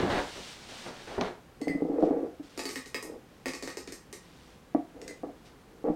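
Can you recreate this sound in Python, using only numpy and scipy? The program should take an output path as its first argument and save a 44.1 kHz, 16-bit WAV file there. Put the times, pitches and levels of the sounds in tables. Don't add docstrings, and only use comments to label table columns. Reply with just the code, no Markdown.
import sys
import numpy as np
from scipy import signal
from scipy.fft import rfft, irfft, next_fast_len
from scipy.io import wavfile

SR = 44100
rng = np.random.default_rng(int(sys.argv[2]) if len(sys.argv) > 2 else 0)


def wrap_up_sound(samples):
    columns = np.atleast_2d(samples).T
    tamed = np.clip(columns, -1, 1)
    steps = np.round(tamed * 32767).astype(np.int16)
    wavfile.write(sys.argv[1], SR, steps)


N = 262395
TIME = np.arange(N) / SR
AGE = TIME[:SR // 2]

# pitch_hz, level_db, t60_s
TABLE_MODES = [(175.4, -1.5, 0.15), (281.5, 2.5, 0.18), (295, 2.5, 0.045), (308, -4, 0.12), (400, -29, 0.1),
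               (485.5, 0.5, 0.077), (582, -24, 0.13), (692, 3, 0.032), (774, -28, 0.032), (944, -12, 0.038),
               (1130, -7.5, 0.075), (1200, -25, 0.094)]
# freq_hz, density_db (per Hz)
FILM_COLOUR = [(1500, 1), (3500, 4), (5500, 0.5), (7000, -4.5), (9000, -7), (10500, -16.5), (16000, -26)]
# freq_hz, density_db (per Hz)
CRACK_COLOUR = [(200, 13.5), (600, -20.5), (1500, 2), (2400, 7.5), (3100, -1), (5000, 5.5), (7000, 2.5),
                (9300, -0.5), (10700, -10.5), (13000, -8), (16000, -47)]
# freq_hz, density_db (per Hz)
THUD_COLOUR = [(40, -15), (130, -32.5), (210, -9.5), (280, 0), (490, -1), (720, -13.5), (1200, -55),
               (2000, -25), (5000, -86)]


def undb(db):
    return 10 ** (np.asarray(db) / 20)


def unit(x):
    return x / np.sqrt(np.mean(x ** 2))


def crest(x):
    return x / np.abs(x).max()


def along(points, hz):
    freq_hz, value = np.transpose(points)
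    return np.interp(np.log(hz + 1), np.log(freq_hz), value)


def colour(x, points, tilt=0):
    size = 2 * next_fast_len(len(x))
    hz = np.fft.rfftfreq(size, 1 / SR)
    octaves = np.log2(np.maximum(hz, 200) / 1000)
    gain = undb(along(points, hz) + tilt * octaves)
    cepstrum = irfft(np.log(gain))
    cepstrum[1:size // 2] *= 2
    cepstrum[size // 2 + 1:] = 0
    response = np.exp(rfft(cepstrum))
    return irfft(rfft(x, size) * response)[:len(x)]


def grains(rate, spread_db):
    happens = rng.random(N) < rate / SR
    sign = rng.choice([-1, 1], N)
    size = undb(spread_db * np.minimum(rng.exponential(size=N), 4))
    return happens * sign * size


def burst(t60):
    return rng.choice([-1., 1.], len(AGE)) * undb(-60 * AGE / t60)


def ring(modes, tilt=0, detune=0):
    hz, db, t60 = np.transpose(modes)[:, :, None]
    db = db + rng.standard_normal(hz.shape) + tilt * np.log2(hz / hz[0])
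    hz = hz * (1 + detune * rng.standard_normal(hz.shape))
    partials = undb(db - 60 * AGE / t60) * np.cos(2 * np.pi * hz * AGE)
    return np.sum(partials, axis=0)


def strokes(rows, attack_s, t60, column=2):
    gain = np.zeros(N)
    for row in rows:
        age = TIME - row[0]
        attack = np.clip(age / attack_s, 0, 1)
        level_db = row[column] - 60 * np.maximum(age - row[1], 0) / t60
        gain = np.maximum(gain, attack * undb(level_db))
    return gain


def add(track, s, sound):
    start = max(int(s * SR), 0)
    track[start:start + len(sound)] += sound[:N - start]


def air():
    # freq_hz, density_db (per Hz)
    air_colour = [(15, -59), (25, -4), (64, 2), (96, -3.5), (178, 1), (340, -4), (368, -4), (509, -5),
                  (631, -11.5), (804, -9), (895, -13), (1020, -11.5), (2360, -19), (15500, -35)]
    return undb(-55) * unit(colour(rng.standard_normal(N), air_colour))


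def room(x, wet_db):
    # freq_hz, t60_s
    decay = [(150, 0.22), (400, 0.24), (1000, 0.32), (2800, 0.34), (7000, 0.3), (15000, 0.2)]
    hz = np.fft.rfftfreq(len(AGE), 1 / SR)
    noise = rfft(rng.standard_normal(len(AGE)))
    centres, t60s = np.transpose(decay)
    tail = 0
    for share, t60 in zip(np.eye(len(decay)), t60s):
        band = irfft(noise * along(np.c_[centres, share], hz), len(AGE))
        tail = tail + band * undb(-60 * AGE / t60)
    tail = tail * (1 - np.exp(-AGE / 0.0063))
    return undb(wet_db) * signal.fftconvolve(x, tail / np.linalg.norm(tail))[:N]


def bag():
    # start_s, thump_peak_db, film_snap_peak_db
    bumps = [(0.0, -21.5, -25.5), (0.031, -18.5, -45), (0.719, -37.5, -42), (0.863, -31, -40),
             (1.179, -22, -41), (1.211, -19, -20)]
    # start_s, length_s, hiss_db, crinkle_db
    moves = [(0.0, 0.015, -48, -37.5), (0.085, 0.44, -47, -71), (0.55, 0.17, -52, -56.5),
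             (0.68, 0.2, -48, -50.5), (0.93, 0.22, -53, -52.5)]
    # start_s, length_s, rubbing_db, crinkle_db, load_rumble_db
    rubs = [(0.0, 0.02, -37, -38.5, -43), (0.028, 0.057, -33.5, -45, -35), (0.095, 0.1, -30.5, -34.5, -45),
            (0.35, 0.039, -45.5, -51, -68), (0.85, 0.062, -44.5, -64, -77), (1.07, 0.15, -43.5, -52, -68),
            (1.203, 0.074, -37.5, -42.5, -69)]
    # freq_hz, density_db (per Hz)
    rub_colour = [(30, -16), (100, -10), (200, -4), (400, 1.5), (750, 0), (1100, -7.5), (1800, -11),
                  (4000, -52)]
    # freq_hz, density_db (per Hz)
    crinkle_colour = [(500, 11.5), (1200, 7), (2000, 7.5), (3200, 2), (4500, -1.5), (7000, -45)]
    # freq_hz, density_db (per Hz)
    rumble_colour = [(25, -22), (65, 4), (180, 0), (300, 4), (700, -51)]
    # freq_hz, density_db (per Hz)
    snap_colour = [(300, 0), (1000, 1.5), (3000, 1.5), (4200, -3), (6200, -7), (8000, -28), (11000, -33),
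                   (16000, -36)]
    rub_attack_s, rub_t60_s, crease_t60_s = 0.0068, 0.31, 0.11
    flex_attack_s, flex_t60_s = 0.0089, 0.42
    rub_hiss_db = -17

    rub = strokes(rubs, rub_attack_s, rub_t60_s)
    crease = strokes(rubs, rub_attack_s, crease_t60_s, column=3)
    load = strokes(rubs, rub_attack_s, rub_t60_s, column=4)
    hiss = strokes(moves, flex_attack_s, flex_t60_s)
    flex = strokes(moves, flex_attack_s, flex_t60_s, column=3)

    out = rub * unit(colour(grains(2500, spread_db=1.5), rub_colour))
    out += np.hypot(crease, flex) * unit(colour(grains(2200, spread_db=3.2), crinkle_colour))
    film_gain = np.hypot(hiss, undb(rub_hiss_db) * rub)
    out += film_gain * unit(colour(grains(9000, spread_db=1.0), FILM_COLOUR))
    out += load * unit(colour(rng.standard_normal(N), rumble_colour))
    for s, thump_db, snap_db in bumps:
        thump = crest(colour(burst(t60=0.1), rub_colour, tilt=-3.7))
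        snap = crest(colour(burst(t60=0.02), snap_colour))
        add(out, s, undb(thump_db) * thump)
        add(out, s, undb(snap_db) * snap)
    return out


def faint_grating():
    # start_s, length_s, level_db
    gratings = [(1.99, 0.08, -59), (2.42, 0.33, -60), (3.3, 0.19, -70), (4.22, 0.33, -62.5),
                (5.36, 0.08, -71), (5.445, 0.019, -55.5)]
    texture = unit(colour(grains(1700, spread_db=-2.5), FILM_COLOUR, tilt=-0.66))
    return strokes(gratings, attack_s=0.016, t60=0.2) * texture


def knocks():
    # start_s, level_db, hardness_db_per_octave
    blows = [(1.617, -44, -2.5), (1.672, -40.5, -3.5), (1.697, -38.5, -10), (1.75, -39.5, -12),
             (1.821, -37, -6), (1.851, -41.5, -6), (1.897, -40.5, -6.5), (2.026, -35.5, 2),
             (2.035, -32, -4.5), (2.108, -35.5, -2.5), (2.397, -50.5, -8.5), (4.748, -33.5, 0.5),
             (4.761, -49.5, 7.5), (5.234, -45, 1.5), (5.294, -60, 3), (5.842, -45, 0.5), (5.885, -38, 0),
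             (5.9, -37, -14)]
    out = np.zeros(N)
    for s, db, hardness in blows:
        rise_s = 0.00022 * undb(-hardness)
        push = AGE * np.exp(-AGE / rise_s)
        body = signal.fftconvolve(ring(TABLE_MODES, tilt=hardness + 4.8), push)[:len(AGE)]
        thud = unit(colour(burst(t60=0.03), THUD_COLOUR, hardness))
        blow = unit(body) + undb(-6) * thud
        add(out, s, undb(db) * unit(blow))
    return out


def drag():
    # start_s, length_s, level_db, gritty_overtones_db
    slides = [(1.6, 0.011, -37, -66), (1.66, 0.27, -37, -57), (1.897, 0.13, -29, -60),
              (1.99, 0.14, -25, -48), (2.14, 0.11, -29, -71), (3.035, 0.11, -39, -61),
              (4.94, 0.18, -42.5, -81), (5.228, 0.016, -32.5, -49), (5.7, 0.2, -53, -76),
              (5.84, 0.054, -26.5, -40)]
    # pitch_hz, level_db, t60_s
    rocking_modes = [(459, -3, 0.17), (479.3, -5, 0.088)]
    # freq_hz, density_db (per Hz)
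    grit_colour = [(400, -25), (650, 1), (800, 17.5), (1000, -13), (1250, 13), (1600, -16), (3000, -28.5)]
    attack_s, slide_t60_s, grit_t60_s = 0.014, 0.23, 0.13

    slips = grains(1000, spread_db=0.5)
    body = unit(signal.fftconvolve(slips, ring(TABLE_MODES, tilt=0.21))[:N])
    rocking = unit(signal.fftconvolve(grains(300, spread_db=5.5), ring(rocking_modes))[:N])
    scrape = unit(colour(grains(1200, spread_db=-1.5), THUD_COLOUR, tilt=0.64))
    grit = unit(colour(slips, grit_colour))
    speed = strokes(slides, attack_s, slide_t60_s)
    bite = strokes(slides, attack_s, grit_t60_s, column=3)
    friction = undb(-8) * body + undb(-5.5) * rocking + undb(-7) * scrape
    return speed * friction + bite * grit


def spoon():
    # start_s, upper_ring_peak_db, low_ring_peak_db, favoured_hz at that spot, tick_peak_db
    clinks = [(1.615, -43.5, -44.5, 4560, -37.5), (1.644, -51, -58, 6342, -62),
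              (1.682, -39.5, -30, 4800, -48), (5.016, -60, -60, 4225, -36.5),
              (5.079, -47.5, -43, 4170, -31.5)]
    # pitch_hz, level_db, t60_s
    modes = [(1863, -10, .25), (1950, -12, .12), (2020, -3, .26), (2070, 0, .2), (2170, -11, .1),
             (4225, -9, .18), (4455, -5, .22), (4795, -9, .12), (4893, -9, .12), (5400, -10, .06),
             (6342, -11, .18), (6918, -14, .14), (8285, -9, .22), (10190, -13, .17), (11900, -18, .14)]
    low = [mode for mode in modes if mode[0] < 3000]
    upper = [mode for mode in modes if mode not in low]
    out = np.zeros(N)
    for s, high_db, low_db, favoured_hz, tick_db in clinks:
        high = []
        for hz, db, t60 in upper:
            boost_db = 9 * np.exp(-((hz - favoured_hz) / 200) ** 2)
            high.append((hz, db + boost_db, t60))
        tick = colour(burst(t60=0.021), CRACK_COLOUR, tilt=0.66)
        add(out, s, undb(low_db) * crest(ring(low, detune=0.002)))
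        add(out, s, undb(high_db) * crest(ring(high)))
        add(out, s, undb(tick_db) * crest(tick))
    return out


def cereal():
    # start_s, crack_db, glass_ring_db, thud_db, crispness_db_per_octave
    landings = [(2.5764, -60.5, -85, -54, 3.5), (2.593, -57.5, -57, -55.5, 0), (2.635, -65.5, -81, -63, 6),
                (2.6545, -59.5, -56.5, -53.5, 5.5), (2.6907, -59.5, -67, -58.5, 1.5),
                (2.7085, -64, -83, -64, 2.5), (2.7285, -69, -82, -67, 13), (2.758, -62, -55.5, -57, 1),
                (2.7764, -64, -79, -73, -1.5), (2.8589, -67.5, -85, -68, 0.5), (2.8727, -72.5, -85, -76, 6),
                (2.945, -58, -51, -54, -1), (3.026, -62.5, -69.5, -60.5, 12),
                (3.458, -59.5, -53, -49.5, 0.5), (3.483, -55, -60, -64, -2), (3.5354, -66, -59, -57.5, 1),
                (3.55, -63.5, -80, -66, 2), (3.625, -61, -63.5, -57, 0), (3.6349, -64, -72, -65, -14),
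                (3.6459, -69, -80, -65.5, 5), (3.6757, -63.5, -60, -55.5, 1), (3.7022, -67, -68, -86, 1),
                (3.7711, -63, -61, -54, 2.5), (3.8749, -63.5, -84, -60, -1.5), (3.9226, -63, -70, -60, 5),
                (4.1278, -63, -67.5, -62, 4.5)]
    # pitch_hz, level_db, t60_s
    glass_modes = [(700, -12, .08), (877, -10, .09), (1138, -8, .11), (1255, -11, .11), (1825, -7, .08),
                   (1866, -2, .2), (1897, -2, .2), (1955, -3, .12), (2062, -1, .17), (2182, -2, .14),
                   (2300, -13, .06), (2440, -7, .09), (2550, -8, .11), (3890, -9, .05), (4475, -9, .13),
                   (4700, -8, .04), (4900, -6, .08), (5065, -5, .09), (5300, -9, .04), (6260, -12, .06),
                   (8275, -18, .1)]
    # freq_hz, density_db (per Hz)
    plop_colour = [(60, -12), (170, -40), (260, 1.5), (340, 4), (490, 0), (620, -15), (1200, -13.5),
                   (2000, -39), (5000, -47)]
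    click_hz, click_spread_oct = 5000, 0.034
    bounce_s, bounce_spread_oct, bounce_db = 0.008, 0.43, -8

    out = np.zeros(N)
    for s, crack_db, glass_db, thud_db, crispness in landings:
        piece_hz = click_hz * 2 ** (click_spread_oct * rng.standard_normal())
        hop_s = bounce_s * 2 ** (bounce_spread_oct * rng.standard_normal())
        for delay, db in (0, crack_db), (hop_s, crack_db + bounce_db):
            skitter = unit(grains(2200, spread_db=2.5))[:len(AGE)] * burst(t60=0.081)
            contact = burst(t60=0.016) + undb(-6) * skitter
            crack = unit(colour(contact, CRACK_COLOUR, crispness))
            piece = ring([(piece_hz, 0, 0.002)])
            click = unit(signal.fftconvolve(burst(t60=0.008), piece)[:len(AGE)])
            add(out, s + delay, undb(db) * (crack + undb(-13) * click))
        wall = ring(glass_modes, detune=0.003)
        ping = unit(signal.fftconvolve(wall, burst(t60=0.004))[:len(AGE)])
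        thud = unit(colour(burst(t60=0.049), plop_colour))
        add(out, s, undb(glass_db) * ping)
        add(out, s, undb(thud_db) * thud)
    return out


def scene():
    # freq_hz, gain_db
    cushion = [(30, -5), (80, -12.5), (140, -17.5), (230, -1), (800, -1), (1250, -13), (1700, -12),
               (2500, -18), (5000, -69)]
    # freq_hz, gain_db
    bass_loss = [(70, -13), (140, -19), (240, 0), (1000, 0)]
    # freq_hz, gain_db
    shade = [(5000, 1.5), (9000, -0.5), (11000, -3.5), (16000, -3)]
    table = colour(drag() + knocks(), cushion)
    rustle = bag() + faint_grating()
    mug = colour(cereal() + spoon(), bass_loss)
    direct = table + rustle + colour(mug, shade)
    reverb = room(table, wet_db=-8.0) + room(rustle, wet_db=-9.5) + room(mug, wet_db=0)
    return (air() + direct + reverb)[None]


def record(dry):
    low_pass = signal.ellip(10, 0.2, 70, 15900, fs=SR, output="sos")
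    return signal.sosfilt(low_pass, dry)


dry = scene()
out = record(dry)
wrap_up_sound(out)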